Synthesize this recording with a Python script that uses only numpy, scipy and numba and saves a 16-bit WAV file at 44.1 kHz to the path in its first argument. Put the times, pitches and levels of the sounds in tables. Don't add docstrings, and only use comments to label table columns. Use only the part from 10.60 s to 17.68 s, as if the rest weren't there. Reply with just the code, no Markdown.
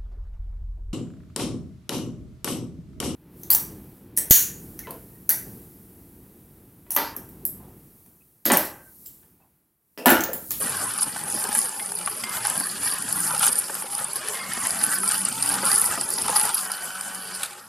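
import sys
import numpy as np
from scipy import signal
from scipy.io import wavfile
from scipy.ndimage import uniform_filter1d
from numba import njit

SR = 44100
rng = np.random.default_rng(int(sys.argv[2]) if len(sys.argv) > 2 else 0)


def file_out(sig):
    cols = np.atleast_2d(sig).T
    lim = np.clip(cols, -1, 1)
    pcm = np.round(lim * 32767).astype(np.int16)
    wavfile.write(sys.argv[1], SR, pcm)


N = 312222


def undb(db):
    return 10 ** (np.asarray(db) / 20)


def unit(x):
    return x / np.sqrt(np.mean(x ** 2))


def peak(x, db):
    return x * undb(db) / np.max(np.abs(x))


def curves(table):
    s, *columns = np.transpose(table)
    return [np.interp(np.arange(N) / SR, s, c) for c in columns]


def add(out, s, sound):
    i = int(s * SR)
    out[i:i + len(sound)] += sound[:N - i]


def walk(rate):
    k = int(SR / rate)
    steps = np.repeat(rng.standard_normal(N // k + 1), k)
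    return 1.1 * uniform_filter1d(uniform_filter1d(steps, k), k)[:N]


@njit
def svf(x, hz, width):
    y, b, l = np.empty(len(x)), 0., 0.
    for i in range(len(x)):
        g, k = np.tan(np.pi * hz[i] / SR), width / hz[i]
        v = (b + g * (x[i] - l)) / (1 + g * (g + k))
        b, l, y[i] = 2 * v - b, l + 2 * g * v, k * v
    return y


def band(x, hz, width):
    hz = np.clip(hz, 20, .45 * SR) + np.zeros(len(x))
    return svf(svf(x, hz, 1. * width), hz, 1. * width)


def drops(per_s, scatter_db, ms):
    hit = rng.random(N) < per_s / SR
    size = undb(scatter_db * np.minimum(rng.exponential(size=N), 4))
    pole = [1, -np.exp(-1000 / (ms * SR))]
    swell = signal.lfilter([1], pole, (hit * size)[::-1])[::-1]
    return unit(signal.lfilter([1], pole, swell))


@njit
def grains(at, hz, cycles, size, glide, count):
    out = np.zeros(count)
    for k in range(len(at)):
        span, phase = cycles[k] * SR / hz[k], 0.
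        for i in range(min(int(3 * span), count - at[k])):
            u = i / span
            phase += 2 * np.pi * hz[k] * (1 + glide * u) / SR
            out[at[k] + i] += size[k] * u * np.exp(-3 * u) * np.sin(phase)
    return out


def bubbles(per_s, hz, spread, cycles, scatter_db, glide):
    draw = rng.random((int(N / SR * 2000), 4))
    draw = draw[draw[:, 3] < per_s / 2000]
    at = (draw[:, 0] * N).astype(np.int64)
    pitch = (hz + np.zeros(N))[at] * 2 ** (spread * (2 * draw[:, 1] - 1))
    size = undb(scatter_db * np.minimum(-np.log(1 - draw[:, 2]), 3.5))
    cycles_each = cycles * (.5 + draw[:, 2])
    return unit(grains(at, np.minimum(pitch, .4 * SR), cycles_each, size, 1. * glide, N))


KITCHEN_T60_S, KITCHEN_DB = .13, -22


def kitchen_tail(ms):
    return undb(KITCHEN_DB) * 1000 ** (-ms / 1000 / KITCHEN_T60_S)


def burst(rise_ms, fall_ms):
    ms = np.arange(4096) / SR * 1000
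    shape = np.exp(-ms / fall_ms) + kitchen_tail(ms)
    return (1 - np.exp(-ms / rise_ms)) ** 2 * shape * rng.standard_normal(len(ms))


def ring(hz, t60):
    t = np.arange(4096) / SR
    return (1 - np.exp(-t / 0.00067)) * 1000 ** (-t / t60) * np.sin(2 * np.pi * hz * t * (1 - 1.05 * t))


OFF_S, COAST_S = 6.83, .5


def speed_share():
    return np.exp(-np.maximum(np.arange(N) / SR - OFF_S, 0) / COAST_S)


STILL_S, STILL_WAVER = 6.0, .3


def stirring():
    return np.interp(np.arange(N) / SR, [STILL_S - .1, STILL_S + .1], [1, STILL_WAVER])


def load():
    db = curves(CHURN)[0]
    return db - np.mean(db) + surges()[1]


# (time [s], speed [Hz])
SHAFT = [(0.0, 185.4), (0.7, 186.5), (1.4, 183.2), (1.75, 187.2), (2.4, 188.6), (3.05, 186.5), (3.5, 189.8),
         (4.0, 189.9), (4.5, 191.7), (5.4, 184.6), (5.8, 188.0), (6.3, 188.8), (6.82, 186.5)]
# (multiple of shaft speed, relative level [dB])
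ORDERS = [(2, -21), (3, -11), (4, -4), (5, -7), (6, -6), (7, -7), (8, -3), (9, -8), (12, -14), (16, -4)]
WHINE_DB = -45
WHINE_SPEED_POWER = 9.
RIPPLE_HZ, RIPPLE = 103.1, 0.99
BURIED_DB = -26
SHAFT_WAVER = .010


def motor(load_db):
    share, stir = speed_share(), stirring()
    shaft_hz = curves(SHAFT)[0] * share * (1 + SHAFT_WAVER * stir * walk(30))
    turn = 2 * np.pi * np.cumsum(shaft_hz) / SR
    powered = share == 1
    throb = 1 + RIPPLE * powered * np.cos(2 * np.pi * RIPPLE_HZ * np.arange(N) / SR)
    muffle = undb(BURIED_DB * (stir - STILL_WAVER))
    out = 0
    for order, db in ORDERS:
        level = undb(db + 4 * stir * walk(20)) * muffle
        line = level * np.sin(order * turn + 2 * stir * walk(40) + 2 * np.pi * rng.random())
        out = out + line * (throb if order > 6 else 1)
    pocket_hz = curves(CHURN)[1]
    out = out + undb(6 * stir) * band(out, pocket_hz, 300)
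    return out * undb(WHINE_DB + 0.3 * load_db + 3.1 * stir * walk(5.7)) * share ** WHINE_SPEED_POWER


# (time [s], churn level [dB], air pocket under the bell [Hz],
# glass cavity against churn [dB], sizzle against churn [dB]); surges and flicker come on top
CHURN = [(0.0, -35.5, 1500, -3, -2.5), (0.35, -40.5, 1410, -8.5, -1), (0.6, -43, 1740, -2.5, -2.5),
         (0.9, -38.5, 1690, -0.5, -4), (1.35, -50.5, 1410, 4, 2), (1.6, -43, 1220, -10, 1.5),
         (1.85, -37, 1770, -2, -4.5), (2.15, -41.5, 1690, -12, 1.5), (2.45, -39.5, 1650, -7, -1),
         (2.75, -36, 1410, 0, -3), (3.05, -44, 1470, -6, -2), (3.35, -45.5, 1306, 2, -2),
         (3.6, -39, 1810, -8.5, 2.5), (3.98, -44, 1870, -5.5, -2.5), (4.15, -45.5, 1670, -4.5, 0.5),
         (4.3, -38.5, 1620, -5, -8), (4.48, -44.5, 1450, -12, -0.5), (4.6, -44, 1478, -7, 0.5),
         (4.75, -41, 1380, -4.5, 1.5), (5.07, -32.5, 1390, -4.5, -5.5), (5.3, -36.5, 1310, -6.5, -2),
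         (5.53, -57.5, 1370, 0.5, -1), (5.8, -34.5, 1290, 1.5, -2), (6.05, -41.5, 1494, -12, -2.5),
         (6.85, -45.5, 1510, -6.5, 0.5), (7.08, -52.5, 1380, -4, -3.5)]
TICKS_PER_S, TICKS_DB = 120., -12


def churn():
    db, pocket_hz, cavity_db, sizzle_db = curves(CHURN)
    db = db + surges()[1]
    pocket_hz = pocket_hz * (1 + .05 * stirring() * walk(12))
    lumps = drops(per_s=200., scatter_db=3., ms=2.5) * rng.standard_normal(N)
    pocket = unit(band(lumps, pocket_hz, 400))
    pocket = pocket + undb(3.5) * bubbles(250., 1380.0, 0.53, 33.0, scatter_db=2.0, glide=0.024)
    cavity = unit(band(lumps, 835, 147))
    cavity = cavity + undb(1.0) * bubbles(70., 860., 0.1297, 25.0, scatter_db=3.5, glide=0.028)
    sizzle = unit(band(lumps, 2550, 5800))
    sizzle = sizzle + undb(-4.5) * bubbles(400., 2840, 0.349, 39.0, scatter_db=2.0, glide=0)
    sizzle = sizzle + undb(-14) * unit(band(lumps, 2990, 114))
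    ticks = drops(per_s=TICKS_PER_S, scatter_db=2.5, ms=.6) * rng.standard_normal(N)
    ticks = undb(db + TICKS_DB) * unit(svf(ticks, np.full(N, 3200.), 6700.0))
    pocket = undb(db + 1.6 * walk(17)) * unit(pocket)
    cavity = undb(db + cavity_db + 2.0 * walk(12.0)) * unit(cavity)
    sizzle = undb(db + sizzle_db + 1.6 * walk(9)) * unit(sizzle)
    return ticks + pocket + cavity + sizzle


# (middle [s], half length [s], spray lift [dB], churn lift [dB])
SURGES = [(0.428, 0.032, 12, 3.5), (0.802, 0.061, 2, 2.5), (0.987, 0.087, 10.5, 0), (1.404, 0.17, 3, 3.5),
          (2.02, 0.28, 4, 0), (2.26, 0.11, 6.5, 4), (2.6, 0.19, 6, -2), (2.853, 0.073, 9.5, 8),
          (2.925, 0.017, 9, 1), (2.98, 0.039, 7, -0.5), (3.373, 0.11, 7, 3.5), (3.548, 0.086, 1, -4),
          (4.047, 0.22, 4.5, 8.5), (4.236, 0.068, 6, 8), (4.334, 0.065, 9, 5.5), (4.524, 0.18, 7.5, 7),
          (4.664, 0.047, -3, 7), (4.9, 0.2, 4.5, -1), (5.117, 0.13, 13.5, 1), (5.266, 0.13, 8.5, -1.5),
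          (5.447, 0.25, -2, 4.5), (5.607, 0.35, 1, 10.5), (5.798, 0.16, 3.5, -3), (5.98, 0.11, 3, -1.5),
          (6.756, 0.026, 10.5, 3)]


def surges():
    t, lift = np.arange(N) / SR, np.zeros((2, N))
    for s, half_s, *db in SURGES:
        i = slice(int((s - half_s) * SR), int((s + half_s) * SR))
        lift[:, i] += np.outer(db, np.cos(np.pi / 2 * (t[i] - s) / half_s) ** 2)
    return lift


# (time [s], bright level [dB], lower hiss level [dB])
SPRAY = [(0.0, -26.5, -39), (0.43, -34.5, -45.5), (0.91, -32, -45.5), (1.12, -33.5, -48),
         (1.52, -37.5, -47), (2.54, -34.5, -44), (2.78, -28.5, -42), (3.1, -36, -49), (3.57, -37.5, -46),
         (3.92, -36.5, -50.5), (4.22, -32, -41.5), (4.53, -34, -48.5), (4.87, -32.5, -40.5),
         (5.09, -34, -42.5), (5.4, -32, -43.5), (5.84, -30, -42.5), (6.07, -35, -47), (6.76, -41.5, -49),
         (6.94, -51, -56), (7.08, -53, -56)]
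# (centre [Hz], width [Hz], relative level [dB])
SPRAY_MODES = [(9200, 600, 3), (10500, 2200, 3.5), (13200, 3000, -9.5), (7150, 2040, -9.5)]
SPRAY_DRIFT = .025


def spray():
    (db, lower_db), (spray_lift_db, churn_lift_db) = curves(SPRAY), surges()
    gust_db, swell_db = 0.23 * walk(45), 1.4 * walk(19)
    gusts = undb(db + spray_lift_db + gust_db + swell_db)
    lower_db = lower_db + 0.6 * spray_lift_db + 0.27 * churn_lift_db
    lower_db = lower_db + gust_db + .8 * swell_db + 2.5 * walk(25)
    gates = [0.9 + drops(per_s=450., scatter_db=1.5, ms=1.) for _ in SPRAY_MODES]
    lower_gate = drops(per_s=400., scatter_db=4.5, ms=4.)
    out = []
    for lower_cut_db in (0, -46):
        noise = rng.standard_normal(N)
        bright = 0
        for gate, (hz, width, mode_db) in zip(gates, SPRAY_MODES):
            mode = band(gate * noise, hz * (1 + SPRAY_DRIFT * walk(9)), width)
            bright = bright + undb(mode_db + 4.5 * walk(30)) * mode
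        pings = undb(-4.5) * bubbles(550.0, 9740, 0.21, 8.4, scatter_db=1., glide=0)
        lower = unit(band(lower_gate * rng.standard_normal(N), 4900 * (1 + SPRAY_DRIFT * walk(9)), 1080))
        out.append(gusts * unit(unit(bright) + pings) + undb(lower_db + lower_cut_db) * lower)
    return out


# (middle [s], bright peak [dB], centre [Hz], lower body against peak [dB])
SPLATS = [(0.0223, -20, 11000, -16), (0.0293, -17, 11300, -25), (0.0953, -17, 10600, -19),
          (0.1693, -16, 10200, -17), (0.24, -18, 10300, -23), (0.3385, -17, 9800, -21),
          (0.3493, -28, 10300, -18), (0.379, -18, 9700, -19), (0.3866, -17, 9500, -21),
          (0.41, -11, 10600, -29), (0.4208, -15, 10300, -29), (0.429, -13, 10300, -17),
          (0.4323, -9, 9500, -30), (0.6382, -19.5, 10100, -22), (0.7012, -18, 9700, -16),
          (0.725, -17, 10400, -13), (0.7448, -16, 10400, -23), (0.7488, -14, 10200, -22),
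          (0.79, -18, 10100, -15), (0.8, -19, 10400, -13), (0.8403, -13.5, 9400, -11),
          (0.8715, -21, 9500, -14), (0.89, -16.5, 9600, -20), (0.929, -13, 9800, -20),
          (0.9503, -9, 10000, -27), (0.9774, -15, 10900, -25), (0.983, -10, 10200, -21),
          (0.9897, -6, 10300, -20), (1.0159, -15.5, 10500, -10.5), (1.057, -15.5, 9200, -20),
          (1.0933, -16, 8500, -20), (1.2244, -20, 10200, -26), (1.2602, -16, 9100, -27),
          (1.3203, -19, 10100, -11), (1.3528, -17.5, 10300, -26), (1.3578, -17, 10400, -17),
          (1.389, -14, 10100, -15), (1.4615, -11, 9900, -21), (1.4706, -25, 9900, -21),
          (1.4769, -18, 9900, -20), (1.6393, -20, 10800, -4), (1.6952, -19, 10300, -22),
          (1.7692, -17, 9900, -20), (1.851, -16, 10400, -10), (1.8602, -19, 10100, -20),
          (1.8706, -7, 10500, -30), (1.9, -10, 10200, -21), (1.978, -10, 10550, -26),
          (2.0003, -10, 10600, -20), (2.0068, -19, 10800, -12), (2.0397, -17, 10100, -19),
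          (2.1141, -19, 10700, -22), (2.2335, -16, 10000, -19), (2.2488, -22, 9800, -20),
          (2.2597, -21, 10200, -20), (2.3371, -13, 9900, -27), (2.343, -19, 10500, -24),
          (2.3854, -17.5, 10800, -24), (2.424, -16, 10200, -17), (2.4896, -17, 10100, -19),
          (2.5272, -8.5, 10600, -22), (2.561, -17, 11300, -21), (2.5689, -15, 10100, -20),
          (2.5936, -19, 9500, -20), (2.6043, -12, 9600, -24), (2.6285, -23, 11400, -14),
          (2.644, -18, 9500, -19), (2.7489, -15, 10000, -14), (2.7794, -12, 10200, -23),
          (2.7951, -11, 11100, -28), (2.8244, -12, 9600, -22), (2.8296, -11, 10000, -15),
          (2.8406, -10, 10400, -24), (2.8493, -10, 9100, -13), (2.8591, -8, 10000, -27),
          (2.8673, -8, 11200, -21), (2.88, -8, 9300, -18), (2.8846, -10, 9800, -10.5),
          (2.891, -15, 9200, -18), (2.927, -12, 10200, -23), (2.9304, -11, 9300, -14),
          (2.9567, -12, 9200, -18), (2.9636, -17, 9200, -26), (2.969, -17, 10200, -25),
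          (2.9831, -15, 9300, -24), (2.9887, -7.5, 10780, -25), (2.993, -16, 9250, -22),
          (2.999, -14, 9500, -21), (3.013, -20, 10500, -29), (3.1443, -16.5, 8800, -20),
          (3.152, -19, 11300, -13), (3.224, -19.5, 10400, -25), (3.3248, -22, 10000, -29),
          (3.3338, -22, 10000, -23), (3.3513, -14, 9600, -16), (3.4446, -13, 9300, -29),
          (3.4476, -16, 9300, -19), (3.5337, -16.5, 10400, -23), (3.5583, -16, 11200, -9),
          (3.563, -15.5, 9900, -17), (3.569, -17, 10300, -21), (3.6761, -21, 10300, -13),
          (3.6854, -14, 10200, -22), (3.9351, -16, 10600, -12), (4.0152, -18, 10100, -20),
          (4.0514, -18, 11000, -25), (4.0707, -8.5, 10200, -27), (4.1072, -11.5, 10000, -9.5),
          (4.1176, -17, 9700, -19), (4.1467, -18, 9900, -18), (4.2259, -21, 10200, -15),
          (4.2337, -13, 9800, -17), (4.239, -3.5, 9900, -27), (4.2472, -11, 10700, -24),
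          (4.2658, -13, 10500, -21), (4.3168, -15, 9500, -20), (4.3413, -16, 9700, -17),
          (4.3559, -21, 10100, -20), (4.3861, -14, 9300, -23), (4.4043, -17, 9200, -23),
          (4.478, -10, 9500, -14), (4.4857, -13, 10100, -14), (4.4898, -6.5, 9600, -24),
          (4.513, -10, 9300, -28), (4.5196, -10.5, 9300, -12), (4.5448, -14, 10400, -12),
          (4.5803, -14, 9500, -15), (4.6517, -6, 9600, -28), (4.6867, -11, 9500, -21),
          (4.7263, -17, 9800, -17), (4.8255, -9, 9300, -12.5), (4.829, -12, 10000, -10),
          (4.8374, -18, 10100, -17), (4.8612, -10, 9900, -20), (4.891, -8.5, 9400, -17),
          (4.8984, -11, 9800, -22), (4.9408, -11, 9500, -16), (4.9553, -18, 9800, -15),
          (5.0473, -17, 10200, -12), (5.0546, -9.5, 9100, -21), (5.1, -19, 9700, -17),
          (5.109, -19, 10300, -23), (5.1163, -11, 10500, -3.5), (5.13, -9.5, 10300, -17),
          (5.1434, -10, 9600, -21), (5.15, -10, 9800, -13), (5.157, -11.5, 10100, -10),
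          (5.1602, -8, 9500, -13), (5.1812, -7, 10100, -27), (5.186, -8, 10700, -21),
          (5.197, -11, 10500, -22), (5.2157, -5, 10900, -30), (5.2417, -12, 11200, -19),
          (5.252, -15, 11200, -26), (5.2566, -11.5, 11200, -16), (5.2607, -11, 9200, -18),
          (5.3131, -15.5, 9600, -17), (5.3235, -20, 9200, -20), (5.3564, -20, 10000, -19),
          (5.4123, -9.5, 9000, -14), (5.49, -16, 10200, -26), (5.504, -12.5, 10100, -25),
          (5.5385, -12.5, 9500, -20), (5.585, -17, 10000, -1), (5.616, -16, 9500, -17),
          (5.621, -12.5, 9300, -24), (5.6638, -16, 10100, -12), (5.6831, -14, 9600, -15),
          (5.6947, -18, 9600, -22), (5.7004, -10.5, 10000, -24), (5.7593, -13, 10800, -3),
          (5.763, -8.5, 10300, -8.5), (5.767, -6.5, 10000, -10), (5.774, -10, 10700, -15),
          (5.7913, -17, 11000, -20), (5.798, -7.5, 9040, -14), (5.8036, -10, 10300, -20),
          (5.8131, -11, 11000, -18), (5.8236, -18, 10500, -26), (5.8308, -15, 10800, -21),
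          (5.8346, -11, 10500, -21), (5.8386, -18, 10900, -20), (5.8537, -11, 10500, -27),
          (5.8926, -12, 8700, -19), (5.945, -7, 10900, -31), (5.9498, -13, 10900, -10),
          (5.9537, -15, 10500, -12), (5.971, -18, 11200, -23), (5.9803, -16, 10480, -22),
          (5.99, -18, 10500, -23), (6.009, -22, 10000, -25), (6.0516, -20, 10500, -30),
          (6.1181, -14, 10400, -10), (6.4108, -16, 9700, -11), (6.4821, -22, 9400, -20),
          (6.5482, -24, 8800, -7), (6.554, -23, 10200, -21), (6.7491, -22, 10400, -13)]
SPLAT_MS, SPLAT_WIDTH_HZ = 1.15, 1900


def splats():
    out, ms = np.zeros((2, N)), np.arange(-128, 3968) / SR * 1000
    shape = np.exp(-(ms / SPLAT_MS) ** 2 / 2) + (ms > 0) * kitchen_tail(ms)
    for s, db, hz, body_db in SPLATS:
        for channel in out:
            puff = shape * rng.standard_normal(len(ms))
            blob = peak(band(puff, hz, SPLAT_WIDTH_HZ), db) + peak(band(puff, 4900, 1180), db + body_db)
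            add(channel, s + ms[0] / 1000, blob)
    return out


# (time [s], peak [dB], thud [Hz])
KNOCKS = [(0.13, -35, 1440), (0.561, -23, 1560), (0.842, -24.5, 770), (0.95, -23, 1660), (1.194, -31, 1710),
          (1.319, -28, 910), (1.474, -16.5, 1164), (1.638, -29, 1090), (1.851, -18, 1540),
          (2.006, -25, 1620), (2.228, -28, 1340), (2.259, -26, 860), (2.81, -21, 1300), (3.096, -23.5, 870),
          (3.222, -25, 890), (4.433, -21, 1330), (4.513, -25, 1360), (4.541, -22, 1500), (5.031, -22, 870),
          (5.114, -19, 1225), (5.237, -22.5, 1340), (5.376, -25, 1220), (5.58, -22.5, 925),
          (5.656, -20, 1030), (5.682, -20, 875), (5.694, -19, 910), (5.729, -17, 833), (5.76, -13.5, 1270),
          (5.797, -21, 856), (5.851, -25, 860), (6.03, -28, 1420), (6.099, -25, 1370), (6.219, -28, 1580),
          (6.27, -46, 1500)]
KNOCK_T60_S = 0.059


def knocks():
    out = np.zeros(N)
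    for s, db, hz in KNOCKS:
        puff = peak(band(burst(rise_ms=.3, fall_ms=4.), 1200, 1300), 0)
        add(out, s, peak(ring(hz, KNOCK_T60_S) + .5 * ring(850, KNOCK_T60_S) + 1.2 * puff, db))
    return out


# (time [s], chime level [dB],
# share of the free ring time left by hand and mix, clack peak [dB])
CLINKS = [(1.1957, -35, 0.12, -25), (1.6362, -34.5, 0.7, -22), (1.8492, -40, 0.29, -27),
          (3.7439, -35, 0.28, -36), (3.7903, -35, 0.51, -34), (3.902, -52, 0.2, -39)]
# (pitch [Hz], relative level [dB], t60 [s])
GLASS = [(1055, -2, .5), (2099, 0, 1.2), (3321, -4, .3), (4860, -3, .2)]


def clinks():
    out, t = np.zeros(N), np.arange(SR) / SR
    for s, db, free, clack_db in CLINKS:
        rasp = 1.3 * walk(110)[:SR]
        colour_db = 2 * rng.standard_normal(len(GLASS))
        chime = 0
        for (hz, mode_db, t60), c in zip(GLASS, colour_db):
            level = undb(db + mode_db + c * (hz != GLASS[1][0]))
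            chime = chime + level * np.sin(2 * np.pi * hz * t + rasp) * 1000 ** (-t / (t60 * free))
        add(out, s, chime)
        add(out, s, peak(band(burst(rise_ms=.3, fall_ms=3.), 2300, 1900), clack_db))
    return out


# (time after release [s], peak against the snap [dB])
SWITCH = [(-0.012, -15), (0.001, 0), (0.016, -14), (0.028, -12), (0.077, -20), (0.1, -19)]
# (centre [Hz], width [Hz], relative level [dB])
SWITCH_MODES = [(1500, 1300, 3), (2490, 750, 4.5), (3540, 1700, 7.5), (9500, 4900, 11.5)]
SWITCH_DB = -10


def switch():
    out = np.zeros(N)
    for s, db in SWITCH:
        snap = burst(rise_ms=1.5, fall_ms=2.)
        click = sum(undb(d) * unit(band(snap, hz, width)) for hz, width, d in SWITCH_MODES)
        add(out, OFF_S + s, peak(click, SWITCH_DB + db))
    return out


# (time [s], peak [dB], pitch [Hz])
GULPS = [(0.465, -32, 300), (0.613, -36, 330), (0.741, -28.5, 340), (0.848, -29.5, 413), (0.891, -28, 248),
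         (1.034, -36, 517), (1.207, -33, 670), (2.009, -29.5, 280), (2.191, -38, 294), (2.735, -26, 536),
         (2.885, -29.5, 414), (3.096, -26.5, 571), (3.239, -30.5, 546), (3.412, -31, 536),
         (3.559, -36, 367), (3.974, -27, 241), (4.222, -31.5, 300), (4.476, -37, 277), (4.775, -41, 294),
         (4.967, -24.5, 255), (5.032, -22.5, 555), (5.288, -34, 650), (5.375, -24.5, 694),
         (5.584, -32, 270.4), (5.692, -22.5, 510), (5.858, -31, 573)]
GULP_T60_S = 0.1


def gulps():
    out = np.zeros(N)
    for s, db, hz in GULPS:
        puff = peak(band(burst(rise_ms=1., fall_ms=5.1), 465, 750), 0)
        add(out, s, peak(ring(hz, GULP_T60_S) + 1.47 * puff, db))
    return out


# (middle [s], half length [s], pitch [Hz], level before flicker [dB])
PASSING_TONES = [(0.1, 0.29, 104.4, -48), (2.55, 0.21, 283, -48.5), (2.644, 0.31, 160, -44.5),
                 (3.927, 0.23, 2176, -42), (4.223, 0.22, 151.5, -53), (4.32, 0.16, 1530, -35.5),
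                 (4.47, 0.04, 1360, -34.5), (4.877, 0.26, 120, -46), (5.096, 0.3, 838, -38.5),
                 (5.798, 0.13, 849, -32.5)]
TONE_WANDER_HZ = 6


def passing_tones():
    out, t = np.zeros(N), np.arange(N) / SR
    wander = TONE_WANDER_HZ * np.cumsum(walk(15)) / SR
    flicker = undb(3 * walk(25))
    for s, half_s, hz, db in PASSING_TONES:
        swell = np.cos(np.pi / 2 * np.clip((t - s) / half_s, -1, 1))
        out += undb(db) * swell * flicker * np.sin(2 * np.pi * (hz * t + wander))
    return out


# (time [s], level [dB], level of the line at one and a half times the speed [dB])
SHAFT_HUM = [(0.0, -59, -53), (1.22, -60, -61), (1.31, -46.5, -58), (1.52, -59, -76), (1.75, -49, -55),
             (3.04, -57, -60), (3.35, -61, -66), (4.34, -48, -49), (4.57, -46, -72), (4.64, -36, -38),
             (4.72, -61, -54), (4.77, -42, -48), (4.91, -64, -40), (4.94, -47, -57), (5.44, -53, -52),
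             (6.45, -59, -70), (6.58, -50, -56), (6.83, -53, -77)]


def shaft_hum():
    db, upper_db = curves(SHAFT_HUM)
    share = speed_share()
    turn = 2 * np.pi * np.cumsum(curves(SHAFT)[0] * share + 3.475 * walk(20)) / SR
    line = undb(db + 6.7 * walk(14)) * np.sin(turn)
    upper = undb(upper_db + 4.5 * walk(10)) * np.sin(turn * 3 / 2)
    return (line + upper) * share ** WHINE_SPEED_POWER


# (time [s], slosh level [dB], glugs against slosh [dB])
SLOSH = [(0.0, -44, 0), (0.4, -48, -5.5), (0.95, -46.5, -6), (1.12, -55, 3), (1.3, -53, -0.5),
         (1.55, -54.5, 8), (1.75, -44, -9), (2.3, -49, -4), (2.9, -46, -5), (3.05, -54, 1),
         (3.4, -56, -1.5), (3.7, -48.5, 3.5), (4.05, -49.5, -10), (4.3, -43, -5), (4.7, -48.5, -4),
         (5.05, -45.5, -0.5), (5.75, -45, -2), (6.2, -63, 3.5), (6.55, -58.5, 2), (6.85, -61, 8),
         (7.08, -54, -5)]
HUM_HZ, HUM_WANDER_HZ = 201, 5.3
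GLUG_FLICKER_DB = 2.5


def slosh():
    db, glug_db = curves(SLOSH)
    hum_hz = HUM_HZ + HUM_WANDER_HZ * walk(3.8)
    slop = drops(per_s=65.0, scatter_db=-2.0, ms=8.4) * rng.standard_normal(N)
    hum = unit(band(slop, hum_hz, 122))
    hum = hum + undb(-10.5) * bubbles(25., 187.4, 0.79, 8.2, scatter_db=4.0, glide=0)
    rumble = undb(-9.0) * unit(band(slop, 129, 90))
    glugs = bubbles(200., 480.0, 0.45, 12., scatter_db=1.5, glide=0)
    glug_db = db + glug_db + GLUG_FLICKER_DB * walk(10)
    return undb(db + 0.22 * walk(4.9)) * unit(hum + rumble) + undb(glug_db) * glugs


# (frequency [Hz], relative level per Hz [dB])
WHIRR = [(24, -52), (40, -15.5), (187, -0.5), (487, -27), (551, 2), (654, -22.5), (739, 5), (1070, -39),
         (1470, 1.5), (1880, -8), (3550, -36.5), (7770, -4), (10200, 5), (14000, -19.5)]
WHIRR_DB, WHIRR_SPEED_POWER = -40, 1.8


def whirr(load_db):
    hz_points, db_points = np.transpose(WHIRR)
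    out, rattle_db = 0, 4.15 * walk(35)
    for hz in 45 * 2 ** np.arange(0, 8.6, .5):
        db = np.interp(np.log(hz), np.log(hz_points), db_points) + rattle_db + 4.4 * walk(22)
        out = out + undb(db) * band(rng.standard_normal(2 * N), hz, hz / 2).reshape(2, N)
    return unit(out) * undb(WHIRR_DB + .5 * load_db) * speed_share() ** WHIRR_SPEED_POWER


APART_HZ, APART_DB = 4300, -7


def scene():
    load_db = load()
    (mist, mist_side), (blobs, blobs_side), (fan, fan_side) = spray(), splats(), whirr(load_db)
    mid = motor(load_db) + churn() + mist + blobs + knocks() + clinks() + switch()
    mid = mid + gulps() + passing_tones() + shaft_hum() + slosh() + fan
    high = signal.butter(4, APART_HZ, "high", fs=SR, output="sos")
    side = signal.sosfilt(high, mist_side + blobs_side + fan_side)
    side = undb(APART_DB) * (side + 0.2 * band(side, 13000, 4000))
    return mid + np.array([side, -side])


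TOP_HZ = 14230


def record(dry):
    rounded = np.tanh(.6 * dry) / .6
    return signal.sosfilt(signal.ellip(12, .3, 80, TOP_HZ, fs=SR, output="sos"), rounded)


dry = scene()
out = record(dry)
file_out(out)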